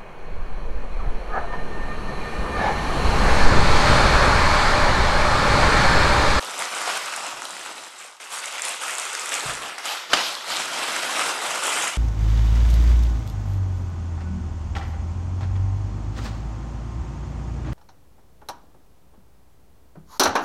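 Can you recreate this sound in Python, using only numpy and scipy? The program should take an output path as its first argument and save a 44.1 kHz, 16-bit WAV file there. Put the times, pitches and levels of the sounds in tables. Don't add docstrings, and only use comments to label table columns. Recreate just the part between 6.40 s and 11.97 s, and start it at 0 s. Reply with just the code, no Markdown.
import sys
import numpy as np
from scipy import signal
from scipy.fft import rfft, irfft, next_fast_len
from scipy.io import wavfile
from scipy.ndimage import uniform_filter1d

SR = 44100
rng = np.random.default_rng(int(sys.argv[2]) if len(sys.argv) > 2 else 0)


def generate_wav(signal):
    frames = np.transpose(np.atleast_2d(signal))
    scaled = np.clip(frames, -1, 1) * 32767
    pcm = np.round(scaled).astype(np.int16)
    wavfile.write(sys.argv[1], SR, pcm)


N = 245725
T = np.arange(N) / SR
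FFT_SIZE = next_fast_len(N, True)
HZ = np.fft.rfftfreq(FFT_SIZE, 1 / SR)
TOP_HZ = 14750


def amp(db):
    return 10 ** (np.asarray(db) / 20)


def unit_rms(x):
    return x / np.sqrt(np.mean(x ** 2) + 1e-20)


def steadied(x, span_s=.079):
    return x / np.sqrt(abs(uniform_filter1d(x ** 2, int(span_s * SR))) + 1e-12)


def over_pitch(points, hz):
    point_hz, value = np.transpose(points)
    return np.interp(np.log(hz + 1), np.log(point_hz + 1), value)


def over_time(points):
    times, *columns = np.transpose(points)
    return [np.interp(T, times, column) for column in columns]


def add(mix, start_s, sound):
    part = mix[round(start_s * SR):][:len(sound)]
    part += sound[:len(part)]


def eq(x, gain):
    return irfft(rfft(x, FFT_SIZE) * gain, FFT_SIZE)[:N]


def band(x, low_hz, high_hz, order=2):
    return signal.sosfilt(signal.butter(order, [low_hz, high_hz], "band", fs=SR, output="sos"), x)


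def room_tone(level_db=-87, corner_hz=150):
    return amp(level_db) * unit_rms(eq(rng.standard_normal(N), 1 / np.hypot(1, HZ / corner_hz)))


# start, build-up and length in seconds, effort in dB,
# then sliding and fine crinkling in dB relative to the effort.
STROKES = [(-0.042, .04, .22, -35.3, -4.5, -7.5), (0.155, .06, .07, -30.7, -6.3, -7.5),
           (0.265, .1, .175, -30.5, -8, -7), (0.42, .06, .14, -31, -4, -7),
           (0.467, .008, .02, -30, -15, -16), (0.6, .07, .3, -33.6, -7.2, -8),
           (0.94, .08, .36, -40.3, -6.4, -3.8), (1.25, .006, .012, -39.5, -16, -19),
           (1.324, .057, .14, -43.3, -4.5, -3), (1.5, .1, .15, -43.3, -6, -3.7),
           (1.797, .006, .06, -41.5, -7, -4.5), (1.881, .07, .07, -33.5, -5.5, -1),
           (1.993, .05, .1, -36.5, -6, -5.5), (2.11, .03, .09, -36, -5.5, -7.5),
           (2.212, .035, .097, -33.3, -4.2, -3), (2.387, .04, .152, -32.8, -7.7, -3),
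           (2.555, .04, .35, -34.3, -6, -4.8), (2.908, .015, .048, -30, -7, -4.5),
           (2.985, .1, .125, -31.5, -7.5, -4.5), (3.19, .035, .09, -34.8, -8, -9.5),
           (3.379, .003, .006, -38, -6, -11), (3.425, .035, .107, -31.3, -3.3, -9.2),
           (3.688, .06, .1, -26.5, -2, -15), (3.79, .04, .12, -37, -1.5, -3.5),
           (4.02, .085, .2, -31, -3, -7.5), (4.159, .006, .012, -35, -19, -1.5),
           (4.223, .16, .52, -29.3, -5.2, -7.7), (4.7, .09, .2, -28, -6, -5.5),
           (4.778, .01, .025, -30, -17, -14), (4.955, .08, .25, -30, -6.5, -6),
           (5.2, .06, .245, -27, -8, -3.5)]
SETTLE_DB_PER_S = [72, 65, 102]


def handling():
    power, settle = np.zeros((3, N)), np.array(SETTLE_DB_PER_S)[:, None]
    for start, build_s, length, effort_db, slide_db, crinkle_db in STROKES:
        near = slice(max(int(start * SR), 0), int((start + length + 1) * SR))
        t = T[near] - start
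        held_db = effort_db + np.array([[0], [slide_db], [crinkle_db]])
        attack = np.clip(t / build_s, 0, 1)
        power[:, near] += (attack * amp(held_db - settle * np.maximum(t - length, 0))) ** 2
    return 10 * np.log10(power + 1e-12)


def crease(pushes, hz, q):
    b, a = signal.iirpeak(min(hz, 15000), max(q, .8), fs=SR)
    return signal.lfilter(b, a, signal.lfilter(b, a, pushes + 1e-18) + 1e-18)


def buckles(effort_db, spread_db=2.5, clump_db=1.54, clump_hz=40, run_s=.0007, count=900):
    flutter = eq(rng.standard_normal(N), 1 / (1 + (HZ / clump_hz) ** 4))
    clumps = np.minimum(unit_rms(flutter), 2)
    work = np.cumsum(amp(.66 * effort_db))
    lag, out = np.arange(SR // 300), np.zeros(N)
    for hz in np.geomspace(60, 13000, num=36):
        at = np.searchsorted(work, rng.random(count) * work[-1])
        uneven = hz / (hz + 250) / (1 + (hz / 14000) ** 2)
        size_db = uneven * spread_db * np.minimum(rng.exponential(1, count), 4)
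        size = amp(size_db + clump_db * clumps[at])
        slips = size[:, None] * rng.standard_normal((count, len(lag))) * np.exp(-lag / SR / run_s)
        pushes = np.bincount((at[:, None] + lag).ravel(), slips.ravel(), N)[:N]
        out += crease(pushes, hz, q=1.7)
    return out


# frequency in Hz, seconds to fall 60 dB.
ROOM_DECAY = [(150, 0.31), (1000, 0.74), (4000, 1), (12000, 0.31)]


def reflections(first_s=.0013, density=.1):
    t = T[:SR // 2]
    taps = rng.standard_normal(len(t)) * (rng.random(len(t)) < density) * (t > first_s)
    hz, times, spectrum = signal.stft(taps, SR, nperseg=256)
    decay = amp(-60 * times / over_pitch(ROOM_DECAY, hz)[:, None])
    echoes = signal.istft(spectrum * decay, SR, nperseg=256)[1]
    return echoes / np.linalg.norm(echoes)


def reverb(x, spots=8):
    spot = np.repeat(rng.integers(0, spots, N // 256 + 1), 256)[:N]
    sends = [np.sqrt(abs(uniform_filter1d(1. 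* (spot == k), 128))) for k in range(spots)]
    return sum(signal.oaconvolve(x * send, reflections())[:N] for send in sends)


def rubbing(slide_db, crinkle_db, sheen_db=22):
    hiss = eq(rng.standard_normal(N), amp(sheen_db * np.minimum(HZ / TOP_HZ, 1) ** 4))
    return hiss * amp(-13 + 2.5 * np.clip(slide_db - crinkle_db, 0, 12))


def pockets(x, depth_db=1.22, span_s=.07, span_hz=600):
    hz, times, spectrum = signal.stft(x, SR, nperseg=512)
    patches = rng.standard_normal(spectrum.shape)
    for axis, span in enumerate([span_hz / hz[1], span_s / times[1]]):
        patches = uniform_filter1d(patches, max(round(span), 1), axis)
    return signal.istft(spectrum * amp(depth_db * unit_rms(patches)), SR, nperseg=512)[1][:N]


# frequency in Hz, gain in dB.
PAPER_TONE = [(30, -31), (90, -26), (140, -17.5), (230, -10), (480, 0.5), (700, 4.5), (1300, 7),
              (2500, 0.5), (3500, -3.5), (5000, -6), (8500, -7.5), (11200, -11), (12800, -22), (15000, -45)]
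# centre in Hz, width in Hz, gain in dB.
BOX_HOLLOW = [(750, 220, 0.1), (1417, 210, 3), (1700, 950, -4.4), (3400, 590, -0.35), (4330, 870, -2.5),
              (8000, 1800, 4)]
# time in seconds, lift from 0 (inside) to 1 (clear).
WAD_LIFT = [(0, 0), (1.3, 0), (2.1, 1), (3.1, 0.7), (3.5, 0.76), (4.9, 0.03), (5.3, 0.9)]


def paper_in_box(x, direct_db=-6, direct_hz=2800, width_hz=1900):
    hollow_db = sum(db / (1 + (2 * (HZ - hz) / width) ** 2) for hz, width, db in BOX_HOLLOW)
    boxed = eq(x, amp(over_pitch(PAPER_TONE, HZ) + hollow_db))
    direct = eq(boxed, amp(direct_db) / (1 + (2 * (HZ - direct_hz) / width_hz) ** 4))
    lift, = over_time(WAD_LIFT)
    return boxed + lift * direct


# time in seconds,
# then wide panels and narrow panels in dB relative to the effort.
PANEL_FLEX = [(0, -19.5, -10), (.7, -26, -15), (1.02, -17, -11.5), (1.42, -16, -12), (1.55, -23, -14),
              (2.1, -29.5, -15), (2.35, -25, -13), (2.65, -30, -15), (3.2, -16.5, -11.5),
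              (3.6, -29.5, -15.5), (3.73, -13.5, -10.5), (3.85, -21, -13), (4.07, -22, -11.5),
              (4.2, -17.5, -14.5), (4.8, -19, -11.5), (5.1, -21.5, -9), (5.57, -21, -16)]
CROSSOVERS_HZ = [350, 680, 3200, 6000]


def rustle(effort_db, slide_db, crinkle_db, wet_db=-1):
    pops = steadied(buckles(effort_db))
    hiss = rubbing(slide_db, crinkle_db)
    paper = paper_in_box(pockets(pops + amp(wet_db) * reverb(pops) + hiss))
    lowpasses = [1 / (1 + (HZ / hz) ** 10) for hz in CROSSOVERS_HZ]
    registers = np.diff(lowpasses, axis=0, prepend=0, append=1)
    wide_db, narrow_db = over_time(PANEL_FLEX)
    faders_db = [effort_db + wide_db, effort_db + narrow_db, effort_db, slide_db, crinkle_db]
    return sum(steadied(eq(paper, register)) * amp(db) for register, db in zip(registers, faders_db))


def ticks(crinkle_db, per_s=7, above_db=3, spread_db=2, centre_hz=7800, octaves=.3, count=200):
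    when, chance = rng.random((count, 2)).T
    level_scatter, pitch_scatter = rng.standard_normal((count, 2)).T
    at = (when * N).astype(int)
    db = crinkle_db[at] + above_db + spread_db * level_scatter
    hz = centre_hz * 2 ** (octaves * pitch_scatter)
    return np.transpose([T[at], db, hz])[chance < per_s * T[-1] / count]


# start in seconds, level
# in dB, ring in Hz.
CRACKS = [(0.0478, -23, 9040), (0.1095, -23, 7800), (0.1801, -21, 7740), (0.1915, -14.5, 8850),
          (0.2218, -12.5, 1500), (0.2537, -20, 6190), (0.3504, -21, 8000), (0.3852, -21, 7800),
          (0.4754, -15.5, 850), (0.5733, -17.5, 8350), (0.6593, -22, 7200), (0.7372, -17.5, 1620),
          (0.7631, -16.5, 8800), (0.807, -20, 1310), (0.8662, -19.5, 8600), (1.0202, -16.5, 1350),
          (1.0309, -26, 6400), (1.0534, -19, 3400), (1.0536, -24, 600), (1.107, -22, 7450),
          (1.1671, -22.5, 1500), (1.211, -23, 1800), (1.2612, -19.5, 1260), (1.5887, -29, 7360),
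          (1.6017, -30, 7500), (1.6483, -31, 820), (1.6835, -36, 1460), (1.9861, -23, 7700),
          (2.0575, -16.5, 7200), (2.1245, -24, 7500), (2.1815, -18.5, 2660), (2.1947, -18, 1410),
          (2.2201, -11.5, 7300), (2.252, -13, 8800), (2.284, -15.5, 8600), (2.292, -16, 7600),
          (2.4353, -18, 1180), (2.4807, -16.5, 2020), (2.495, -16, 1500), (2.5091, -19, 8300),
          (2.5523, -17, 7060), (2.5832, -13.5, 8200), (2.5986, -13.5, 8300), (2.653, -19, 7500),
          (2.7317, -19, 7700), (2.7505, -17, 1700), (2.7512, -14, 6160), (2.7954, -15.5, 7500),
          (2.8177, -20, 6200), (2.8586, -17, 8400), (2.8595, -20, 2000), (2.8923, -16, 7200),
          (2.9203, -13.5, 2360), (2.9413, -11.8, 7200), (2.952, -15, 7000), (2.9977, -17, 7260),
          (3.007, -16.5, 3300), (3.035, -25, 370), (3.061, -18, 1300), (3.096, -18, 1110),
          (3.152, -23, 7200), (3.2215, -23, 1340), (3.2963, -23, 1640), (3.3812, -20, 1700),
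          (3.385, -21.5, 5400), (3.3988, -27, 1460), (3.4555, -18.5, 6500), (3.461, -21, 8500),
          (3.5492, -21, 1460), (3.7402, -8, 3070), (3.773, -12, 1100), (3.9515, -17, 3900),
          (4.0095, -24, 1500), (4.0445, -22, 1210), (4.1023, -15, 1340), (4.169, -13, 4030),
          (4.22, -16, 2100), (4.5636, -14, 1400), (4.564, -17, 7000), (4.7942, -10.5, 1300),
          (4.9894, -18, 1120), (5.0705, -19, 7500), (5.107, -13, 1080), (5.148, -21, 8870),
          (5.1587, -17, 1380), (5.2375, -15, 7750), (5.269, -13, 9460), (5.423, -15, 6400),
          (5.4715, -14, 2000), (5.478, -14, 7690)]


def cracks(tick_rows, follow_db=-3, edge_db=-8, edge_hz=7500, edge_s=.0028, wet_db=-6):
    t, out = T[:SR // 30], np.zeros(N)
    for start, db, hz in [*CRACKS, *tick_rows]:
        run_s = .0015 * (hz / 1000) ** -.16
        slips = (t == 0) + amp(follow_db) * rng.standard_normal(len(t)) * np.exp(-t / run_s)
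        body = crease(slips, hz, q=1 + hz / 3800)
        edge = crease(slips * np.exp(-t / edge_s), edge_hz, q=1 + edge_hz / 3800)
        crack = unit_rms(body) + amp(edge_db) * unit_rms(edge)
        energy = amp(db) ** 2 * run_s * SR / 4
        add(out, start, crack * np.sqrt(energy) / np.linalg.norm(crack))
    return band(out + amp(wet_db) * reverb(out), 300, 12000, order=4)


def ring(hz, db, t60, t):
    return amp(db - 60 * t / t60) * np.sin(2 * np.pi * hz * t)


# pitch in Hz, level in dB, seconds to fall 60 dB.
BOX_MODES = [(31.8, -23, 0.66), (59, -13, 0.36), (122.7, -12.5, 0.4), (140, 2.5, 0.089), (188, -24, .08)]
# start in seconds, gain in dB.
BUMPS = [(0.931, -49), (0.975, -51), (3.056, -30), (3.089, -34), (3.732, -44), (5.43, -48)]


def bumps(rise_s=.0037):
    t, out = T[:SR // 2], np.zeros(N)
    boom = sum(ring(*mode, t) for mode in BOX_MODES) * (1 - np.exp(-t / rise_s))
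    for start, db in BUMPS:
        add(out, start, amp(db) * boom)
    return out


# start and length in seconds, level in dB,
# top pitch in Hz, airy top in dB relative to the hiss.
SWISHES = [(0.946, 0.54, -46, 4240, -22), (3.437, 0.14, -37, 4300, -10), (3.78, 0.135, -31, 4300, -19),
           (4.065, 0.12, -32, 3790, -19), (4.151, .035, -33, 4100, -20)]


def swishes(width_hz=2000, sag=.15, airy_hz=12000):
    t, out = T[:SR // 2], np.zeros(N)
    for start, length, db, hz, airy_db in SWISHES:
        noise = rng.standard_normal((3, len(t)))
        speed = np.sin(np.pi * np.minimum(t / length, 1))
        phase = 2 * np.pi * np.cumsum(hz * (1 - sag * (1 - speed))) / SR
        hiss = band(noise[0], 22, width_hz / 2) * np.cos(phase)
        hiss += band(noise[1], 30, width_hz / 2) * np.sin(phase)
        airy = crease(noise[2], airy_hz, q=4.8)
        add(out, start, amp(db) * speed * (unit_rms(hiss) + amp(airy_db) * unit_rms(airy)))
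    return out


# pitch in Hz, level in dB, seconds to fall 60 dB, delay in seconds.
SHEET_MODES = [(294, -16, 0.06, 0.0008), (734, -9, 0.047, 0), (1244, -5, 0.067, 0.0011),
               (1520, 11, 0.0062, 0), (3080, 6.5, 0.0086, 0.0034), (4660, -7, 0.032, 0.0021)]


def snap(start=3.7327, gain_db=-7, rise_s=.00009, burst_s=.0081, push_db=-34, push_s=.0075, wet_db=-14):
    t, out = T[:SR // 5], np.zeros(N)
    attack = amp(gain_db) * (1 - np.exp(-t / rise_s))
    burst = amp(-3) * unit_rms(band(rng.standard_normal(len(t)), 520, 4800)) * np.exp(-t / burst_s)
    add(out, start, attack * burst)
    for *mode, delay in SHEET_MODES:
        add(out, start + delay, attack * ring(*mode, t))
    out = band(out + amp(wet_db) * reverb(out), 206, 10000, order=3)
    add(out, start, amp(push_db) * (1 - t / push_s) * np.exp(-t / push_s))
    return out


def scene():
    effort_db, slide_db, crinkle_db = handling()
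    paper = rustle(effort_db, slide_db, crinkle_db) + swishes() + snap() + cracks(ticks(crinkle_db))
    return (paper + bumps() + room_tone())[None]


def record(dry):
    ceiling = .58
    clipped = dry / (1 + (dry / ceiling) ** 6) ** (1 / 6)
    lowpass = signal.firwin(255, TOP_HZ, window=("kaiser", 9), fs=SR)
    return signal.oaconvolve(clipped, lowpass[None], "same")


dry = scene()
out = record(dry)
generate_wav(out)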